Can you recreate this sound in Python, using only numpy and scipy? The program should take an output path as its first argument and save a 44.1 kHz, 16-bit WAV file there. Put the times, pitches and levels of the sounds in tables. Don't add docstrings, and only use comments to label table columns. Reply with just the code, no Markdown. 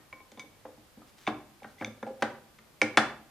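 import sys
import numpy as np
from scipy import signal
from scipy.fft import rfft, irfft
from scipy.io import wavfile
from scipy.ndimage import uniform_filter1d

SR = 44100
rng = np.random.default_rng(int(sys.argv[2]) if len(sys.argv) > 2 else 0)


def dump(signal):
    limited = np.clip(np.atleast_2d(signal).T, -1, 1)
    pcm = np.round(limited * 32767).astype(np.int16)
    wavfile.write(sys.argv[1], SR, pcm)


def invert_db(x):
    u = np.asarray(x, float) / 20
    return 10 ** u


N = 145530
LEAD_S = 0.5
LAYER_SIZE = N + 2 * SR
MODE_SPREAD_DB = 2


def at_hz(points, hz):
    table_hz, values = np.transpose(points)
    return np.interp(np.log(hz), np.log(table_hz), values)


def add(out, s, sound):
    i = int((s + LEAD_S) * SR)
    out[i:i + len(sound)] += sound


def smooth_rise(progress):
    return np.sin(np.pi / 2 * np.minimum(progress, 1)) ** 2


def rings(hz, db, t60, seconds=.6):
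    t = np.arange(int(seconds * SR))[:, None] / SR
    signs = (-1.) ** np.arange(len(hz))
    return np.sum(signs * invert_db(db - 60 * t / t60) * np.sin(2 * np.pi * hz * t), axis=1)


def shaft():
    # t/s, level/dB, third mode/dB, lowest mode/dB, free ring re burst/dB
    clinks = [(0.1272, -41, -17, -0.5, -7.5), (.203, -63.5, -23, 4, 6), (.3167, -59.5, 7.5, -11, -24),
              (0.374, -63, 8.5, 15, -5), (0.395, -43, 1.5, 1, -7), (1.268, -33.5, -4, -8, -6.5),
              (1.2741, -33.5, 7.5, -12, -19), (1.603, -63, -15, -19, -14), (1.6317, -50, -4.5, -20, -17),
              (1.7834, -70, -9, -5, 0), (1.8122, -36.5, -16, 1, -12), (1.8462, -28.5, 0, -10, -40),
              (2.029, -51, -0.5, 11, -2), (2.588, -56, 1, -5, -23), (2.8159, -11.5, -20, -10, -31),
              (2.9725, -24, 3.5, -27, -1.5)]
    # f/Hz, level/dB, free ring T60/s
    bending_modes = [(1033, -2.5, 0.24), (2255, 5, 0.2), (3538, 0, 0.1), (4880, -3, 0.074),
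                     (6150, 2.5, 0.065), (6960, -25, 0.056)]
    grip_t60_s, rise_s = 0.015, 0.0008
    seated_s, seated_t60_share, seated_top_db = 1.2, 0.3, 6.5
    out = np.zeros(LAYER_SIZE)
    hz, db, t60 = np.transpose(bending_modes)
    luck_db = rng.normal(0, 1, (len(clinks), len(hz)))
    for (s, level_db, third_db, low_db, ring_db), chance_db in zip(clinks, luck_db):
        seated = s > seated_s
        upper_db = -1.6 * abs(third_db) - seated_top_db * seated
        balance_db = np.r_[low_db, 0, third_db, np.full(len(hz) - 3, upper_db)]
        mode_db = level_db + db + balance_db + chance_db
        choked = rings(hz, mode_db, grip_t60_s)
        free = rings(hz * 1.002, mode_db + ring_db, t60 * (seated_t60_share if seated else 1))
        sound = choked + free
        add(out, s, sound * smooth_rise(np.arange(len(sound)) / (rise_s * SR)))
    return out


def singled():
    # t/s, f/Hz, level/dB, T60/s
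    single_modes = [(.128, 1051, -52, 0.47), (.3175, 3500, -61, .03), (.3175, 6800, -54, .02),
                    (.396, 2248, -46.5, 0.22), (.396, 3610, -58, 0.26), (.396, 6160, -62, 0.25),
                    (.395, 2900, -52, 0.023), (.652, 518.4, -48, 0.17), (1.275, 2650, -30, 0.024),
                    (1.277, 926, -36, .1), (1.277, 299.2, -35, 0.32), (1.29, 62, -52, 0.61),
                    (1.3, 111, -47.5, 0.42), (1.783, 2030, -51, 0.088), (1.783, 3400, -59, .04),
                    (1.799, 2150, -47, 0.055), (1.81, 219, -38.5, 0.3), (1.81, 796, -41, 0.14),
                    (1.833, 1720, -49, .02), (1.846, 3540, -48, .2), (1.846, 3100, -45, 0.023),
                    (1.846, 6170, -39, 0.017), (2.028, 1730, -43, 0.016), (2.066, 2290, -54, .04),
                    (2.07, 530, -37.5, 0.36), (2.072, 815, -38, 0.12), (2.199, 780, -49, 0.12),
                    (2.224, 811.5, -25, 0.14), (2.224, 685, -41, 0.11), (2.227, 5930, -34, .015),
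                    (2.816, 4850, -25, 0.015), (2.816, 6130, -29.5, .012), (2.82, 2277, -23, 0.096),
                    (2.822, 2095, -30, .12), (2.828, 5780, -30, 0.017), (2.828, 5200, -34, 0.017),
                    (2.972, 5710, -20, .012), (2.972, 3490, -17.5, 0.061), (2.975, 778, -19.5, 0.12),
                    (2.974, 1308, -17, .065), (2.974, 1680, -14, 0.066), (2.983, 960, -30, 0.023),
                    (3.0, 60, -52, 0.67)]
    swell_cycles = 3.3
    out = np.zeros(LAYER_SIZE)
    t = np.arange(int(.6 * SR)) / SR
    for s, hz, db, t60 in single_modes:
        decay = invert_db(db - 60 * t / t60)
        add(out, s, smooth_rise(t * hz / swell_cycles) * decay * np.sin(2 * np.pi * hz * t))
    return out


def case():
    # t/s, then level/dB of the deepest, deep, middle and upper mode families
    blows = [(-.03, -55, -57, -62, -72), (.128, -57, -55, -52, -57.5), (.201, -74, -61, -57, -60),
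             (0.318, -57, -59, -56.5, -58), (0.374, -51.5, -56.5, -48.5, -53.5), (.435, -52, -58, -54, -55),
             (.652, -58, -49, -44, -45), (.686, -66, -56, -53, -55), (.772, -56, -57.5, -68, -58),
             (.971, -46, -51, -57, -60), (1.156, -66, -81, -76, -81), (1.2766, -31.5, -26.5, -55, -30),
             (1.62, -54, -60, -54, -49.5), (1.6436, -44.5, -59, -48.5, -39), (1.8097, -32, -40.5, -41, -38),
             (1.8212, -39, -41.5, -42, -36), (1.87, -40, -51, -41.5, -61), (2.0279, -38.5, -46, -37, -42),
             (2.0658, -44, -49, -45, -38), (2.105, -49.5, -70, -42.5, -48),
             (2.2237, -32.5, -36.5, -29, -24), (2.585, -58.5, -79, -62, -72),
             (2.819, -29, -28.5, -28.5, -27.5), (2.974, -26, -28, -35, -19.5)]
    # f/Hz, level/dB, T60/s, family [rounded: 0 deepest .. 3 upper
    low_modes = [(109.6, -16.5, 0.37, 0.5), (134.2, -12.5, 0.26, 0), (220.2, 1, 0.15, -0.5),
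                 (255.2, 1, 0.1, 0.5), (305.1, -1, 0.22, 1), (415.6, 3.5, 0.04, 2), (64, -30, 0.54, -4),
                 (507.8, 1.5, 0.089, 2), (542, -1, 0.096, 2), (606, 0, 0.061, 2), (679, -10.5, 0.12, 3),
                 (766, 0.5, 0.042, 3), (815.5, -1, 0.087, 3), (948, -14.5, 0.05, 3)]
    swell_cycles = 2.21
    out = np.zeros(LAYER_SIZE)
    hz, db, t60, family = np.transpose(low_modes)
    family = np.round(family).astype(int)
    t = np.arange(int(.6 * SR))[:, None] / SR
    luck = rng.normal(0, 1, (len(blows), 2, len(hz)))
    for (s, *family_db), (chance, phase) in zip(blows, luck):
        mode_db = np.array(family_db)[family] + db + MODE_SPREAD_DB * chance
        decay = invert_db(mode_db - 60 * t / t60)
        waves = smooth_rise(t * hz / swell_cycles) * decay * np.sin(2 * np.pi * (hz * t + phase))
        add(out, s, np.sum(waves, axis=1))
    return out


def colour_db(hz, centre_hz, fall_db):
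    rise_db, bend_db = 1.5, 0.37
    octaves = np.log2(hz / centre_hz)
    hump_db = np.where(octaves > 0, -fall_db * octaves - bend_db * octaves ** 2, rise_db * octaves)
    top_loss_db = 26.0 * np.maximum(np.log2(hz / 9500), 0)
    low_loss_db = 9.6 * np.maximum(np.log2(255 / hz), 0)
    return hump_db - top_loss_db - low_loss_db


def clatter():
    # t/s, level/dB, centre f/Hz, fall above centre/(dB per octave), T60/s
    contacts = [(-.03, -45.5, 1710, 9, 0.041), (.1276, -46.5, 2000, 9, 0.014),
                (.3167, -53.5, 6600, 22, 0.034), (.373, -49.5, 800, 9, 0.11),
                (.394, -47.5, 3080, 5.5, 0.07), (.652, -41.5, 850, 13, 0.045),
                (1.0186, -44, 1200, 34, 0.014), (1.267, -44, 3030, 20, 0.077),
                (1.2745, -22.5, 1000, 11, 0.074), (1.6317, -55, 2480, 14, 0.04),
                (1.6442, -37, 1600, 18, 0.017), (1.8095, -40.5, 1200, 11, 0.013),
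                (1.8213, -30, 1610, 18, 0.0081), (1.8457, -41, 6000, 39, 0.019),
                (2.0278, -32.5, 1600, 28, 0.021), (2.0657, -48, 824, 7, 0.15),
                (2.2223, -18, 1200, 9, 0.033), (2.586, -51.5, 2000, 9, .03),
                (2.8158, -21, 2480, 7.5, 0.028), (2.972, -9, 1450, 8, 0.04)]
    # f/Hz, level/dB, T60/s
    rim_modes = [(1200, -5, 0.12), (1328, -8.5, 0.044), (1411, -3, 0.074), (1557, 7.5, 0.024),
                 (1695, 3.5, 0.038), (1856, 0.5, 0.087), (2046, 7, 0.04), (2545, -20, 0.047),
                 (3120, 5, 0.049), (3380, -30, 0.023)]
    rim_db, rim_delay_s, rim_rise_s = -9.5, 0.00053, 0.0041
    size = 6000
    out = np.zeros(LAYER_SIZE)
    hz, db, t60 = np.transpose(rim_modes)
    noise = rng.standard_normal((len(contacts), size))
    luck = rng.normal(0, 1, (len(contacts), len(hz)))
    t, bins_hz = np.arange(size) / SR, np.fft.rfftfreq(size, 1 / SR) + 1
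    for k, (s, level_db, centre_hz, fall_db, decay_s) in enumerate(contacts):
        envelope = invert_db(-60 * t / decay_s) * np.minimum(t / 0.0006, 1)
        spectrum = rfft(noise[k] * envelope)
        spectrum = spectrum / np.sqrt(uniform_filter1d(np.abs(spectrum) ** 2, size=30))
        burst = irfft(spectrum * invert_db(colour_db(bins_hz, centre_hz, fall_db)), size)
        burst = burst * np.minimum(t / 0.00026, 1) * (t < .1)
        add(out, s, invert_db(level_db) * burst * envelope.std() / burst.std())
        mode_db = level_db + rim_db + db + colour_db(hz, centre_hz, fall_db) + MODE_SPREAD_DB * luck[k]
        rim = rings(hz, mode_db, t60, seconds=.2)
        add(out, s + rim_delay_s, rim * np.minimum(np.arange(len(rim)) / (rim_rise_s * SR), 1))
    return out


def scrape():
    # start t/s, length/s, level/dB
    slides = [
        (1.06, 0.047, -64),
        (1.167, 0.1, -62),
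        (1.622, 0.11, -68.5),
        (1.777, 0.105, -61),
        (2.195, 0.026, -60.5),
    ]
    # f/Hz, level/dB
    friction_colour = [(700, -7), (2200, -3.5), (6000, -8.5), (14000, -20.5)]
    grains_per_s, attack_s, release_s = 5900, 0.016, 0.0064
    slips = rng.random(N) < grains_per_s / SR
    grains = slips * rng.standard_normal(N) * invert_db(2.0 * rng.exponential(1, N))
    hz = np.fft.rfftfreq(N, 1 / SR) + 1
    grains = irfft(rfft(grains) * invert_db(at_hz(friction_colour, hz)) * (hz > 300), N)
    t, envelope = np.arange(N) / SR, 0
    for s, length, db in slides:
        ramps = np.minimum((t - s) / attack_s, (s + length - t) / release_s)
        envelope = envelope + invert_db(db) * np.clip(ramps, 0, 1)
    lead = SR // 2
    return np.r_[np.zeros(lead), envelope * grains / grains.std(), np.zeros(2 * SR - lead)]


def scatter(x):
    level_db, t60_s, low_hz = -14.5, 0.0056, 900
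    taps = rng.standard_normal(400) * invert_db(-60 * np.arange(400) / SR / t60_s)
    taps = taps / np.sqrt(np.sum(taps ** 2))
    x = signal.sosfilt(signal.butter(1, low_hz, "high", fs=SR, output="sos"), x)
    return invert_db(level_db) * signal.fftconvolve(x, taps)[:len(x)] * np.array([[1], [-1]])


def bands(length):
    edges = 20 * 2 ** np.arange(0, 10, .5)
    settle = 4000
    white = rng.standard_normal((2, 2, length + settle))
    for k, (low, high) in enumerate(zip(edges, edges[1:])):
        band = signal.butter(2, [low, high], "band", fs=SR, output="sos")
        yield np.sqrt(low * high), signal.sosfilt(band, white[k % 2])[:, settle:]


def stereo(pair, alike):
    alike = np.clip(alike, 0, 1)
    return np.sqrt(1 + alike) * pair[0] + np.sqrt(1 - alike) * pair[1] * np.array([[1], [-1]])


def garage(x):
    # f/Hz, T60/s
    reverb_t60 = [(80, 0.79), (300, 0.46), (1500, 0.41), (5000, 0.38), (12000, 0.25)]
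    # f/Hz, level/dB
    tail_db = [(80, -13), (400, -5), (2000, -8.5), (10000, -8)]
    # f/Hz, likeness/1
    tail_alike = [(60, 0.81), (300, 1), (1500, 0.76), (6000, 0.053)]
    first_wall_s, build_s, near_echo, near_decay_s = 0.0052, 0.0074, 0.8, 0.013
    t, tail = np.arange(int(.7 * SR)) / SR, 0
    for hz, pair in bands(len(t)):
        t60 = at_hz(reverb_t60, hz)
        decay = invert_db(at_hz(tail_db, hz) - 60 * t / t60) / np.sqrt(t60 * SR / 14)
        tail = tail + stereo(pair, at_hz(tail_alike, hz)) * decay
    build = np.clip((t - first_wall_s) / build_s, 0, 1)
    tail = tail * build * (1 + near_echo * np.exp(-t / near_decay_s))
    return signal.fftconvolve(x[None], tail, axes=1)[:, :len(x)]


def hiss():
    # f/Hz, level/dB
    noise_colour = [(25, 4), (60, 1.5), (110, 4.5), (222, -2), (500, -2.5), (4420, -13), (11800, -19),
                    (15500, 1)]
    # f/Hz, likeness/1
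    noise_alike = [(30, 0.77), (200, 0.55), (2000, 0.25), (12000, 0.089)]
    level_db, top_hz = -60, 15900
    out = 0
    for hz, pair in bands(N):
        out = out + stereo(pair, at_hz(noise_alike, hz)) * invert_db(at_hz(noise_colour, hz))
    out = signal.sosfilt(signal.cheby2(8, 40, top_hz, fs=SR, output="sos"), out)
    return invert_db(level_db) * out / out.std()


def scene():
    pan_db, port_lag_s, shaft_wet_db = 0.7, 1.2e-5, -4
    steep = signal.butter(3, 70, "high", fs=SR, output="sos")
    bar, body = signal.sosfilt(steep, [shaft(), case() + clatter() + scrape()])
    bar = bar + singled()
    parts = bar + body
    hz = np.fft.rfftfreq(len(parts), 1 / SR)
    lagged = irfft(rfft(parts) * np.exp(-2j * np.pi * port_lag_s * hz), len(parts))
    near = np.array([invert_db(pan_db) * parts, lagged])
    far = garage(body + invert_db(shaft_wet_db) * bar)
    lead = SR // 2
    return (near + far + scatter(parts))[:, lead:lead + N] + hiss()


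def top_cut(x):
    return signal.sosfilt(signal.butter(12, 16470, fs=SR, output="sos"), x)


def record(dry):
    headroom, low_hz, top_hz = 0.8, 40.3, 16900
    rounded = headroom * np.tanh(dry / headroom)
    mic = signal.sosfilt(signal.butter(2, low_hz, "high", fs=SR, output="sos"), rounded)
    mic = signal.sosfilt(signal.cheby2(8, 30, top_hz, fs=SR, output="sos"), mic)
    return top_cut(mic)


dry = scene()
out = record(dry)
dump(out)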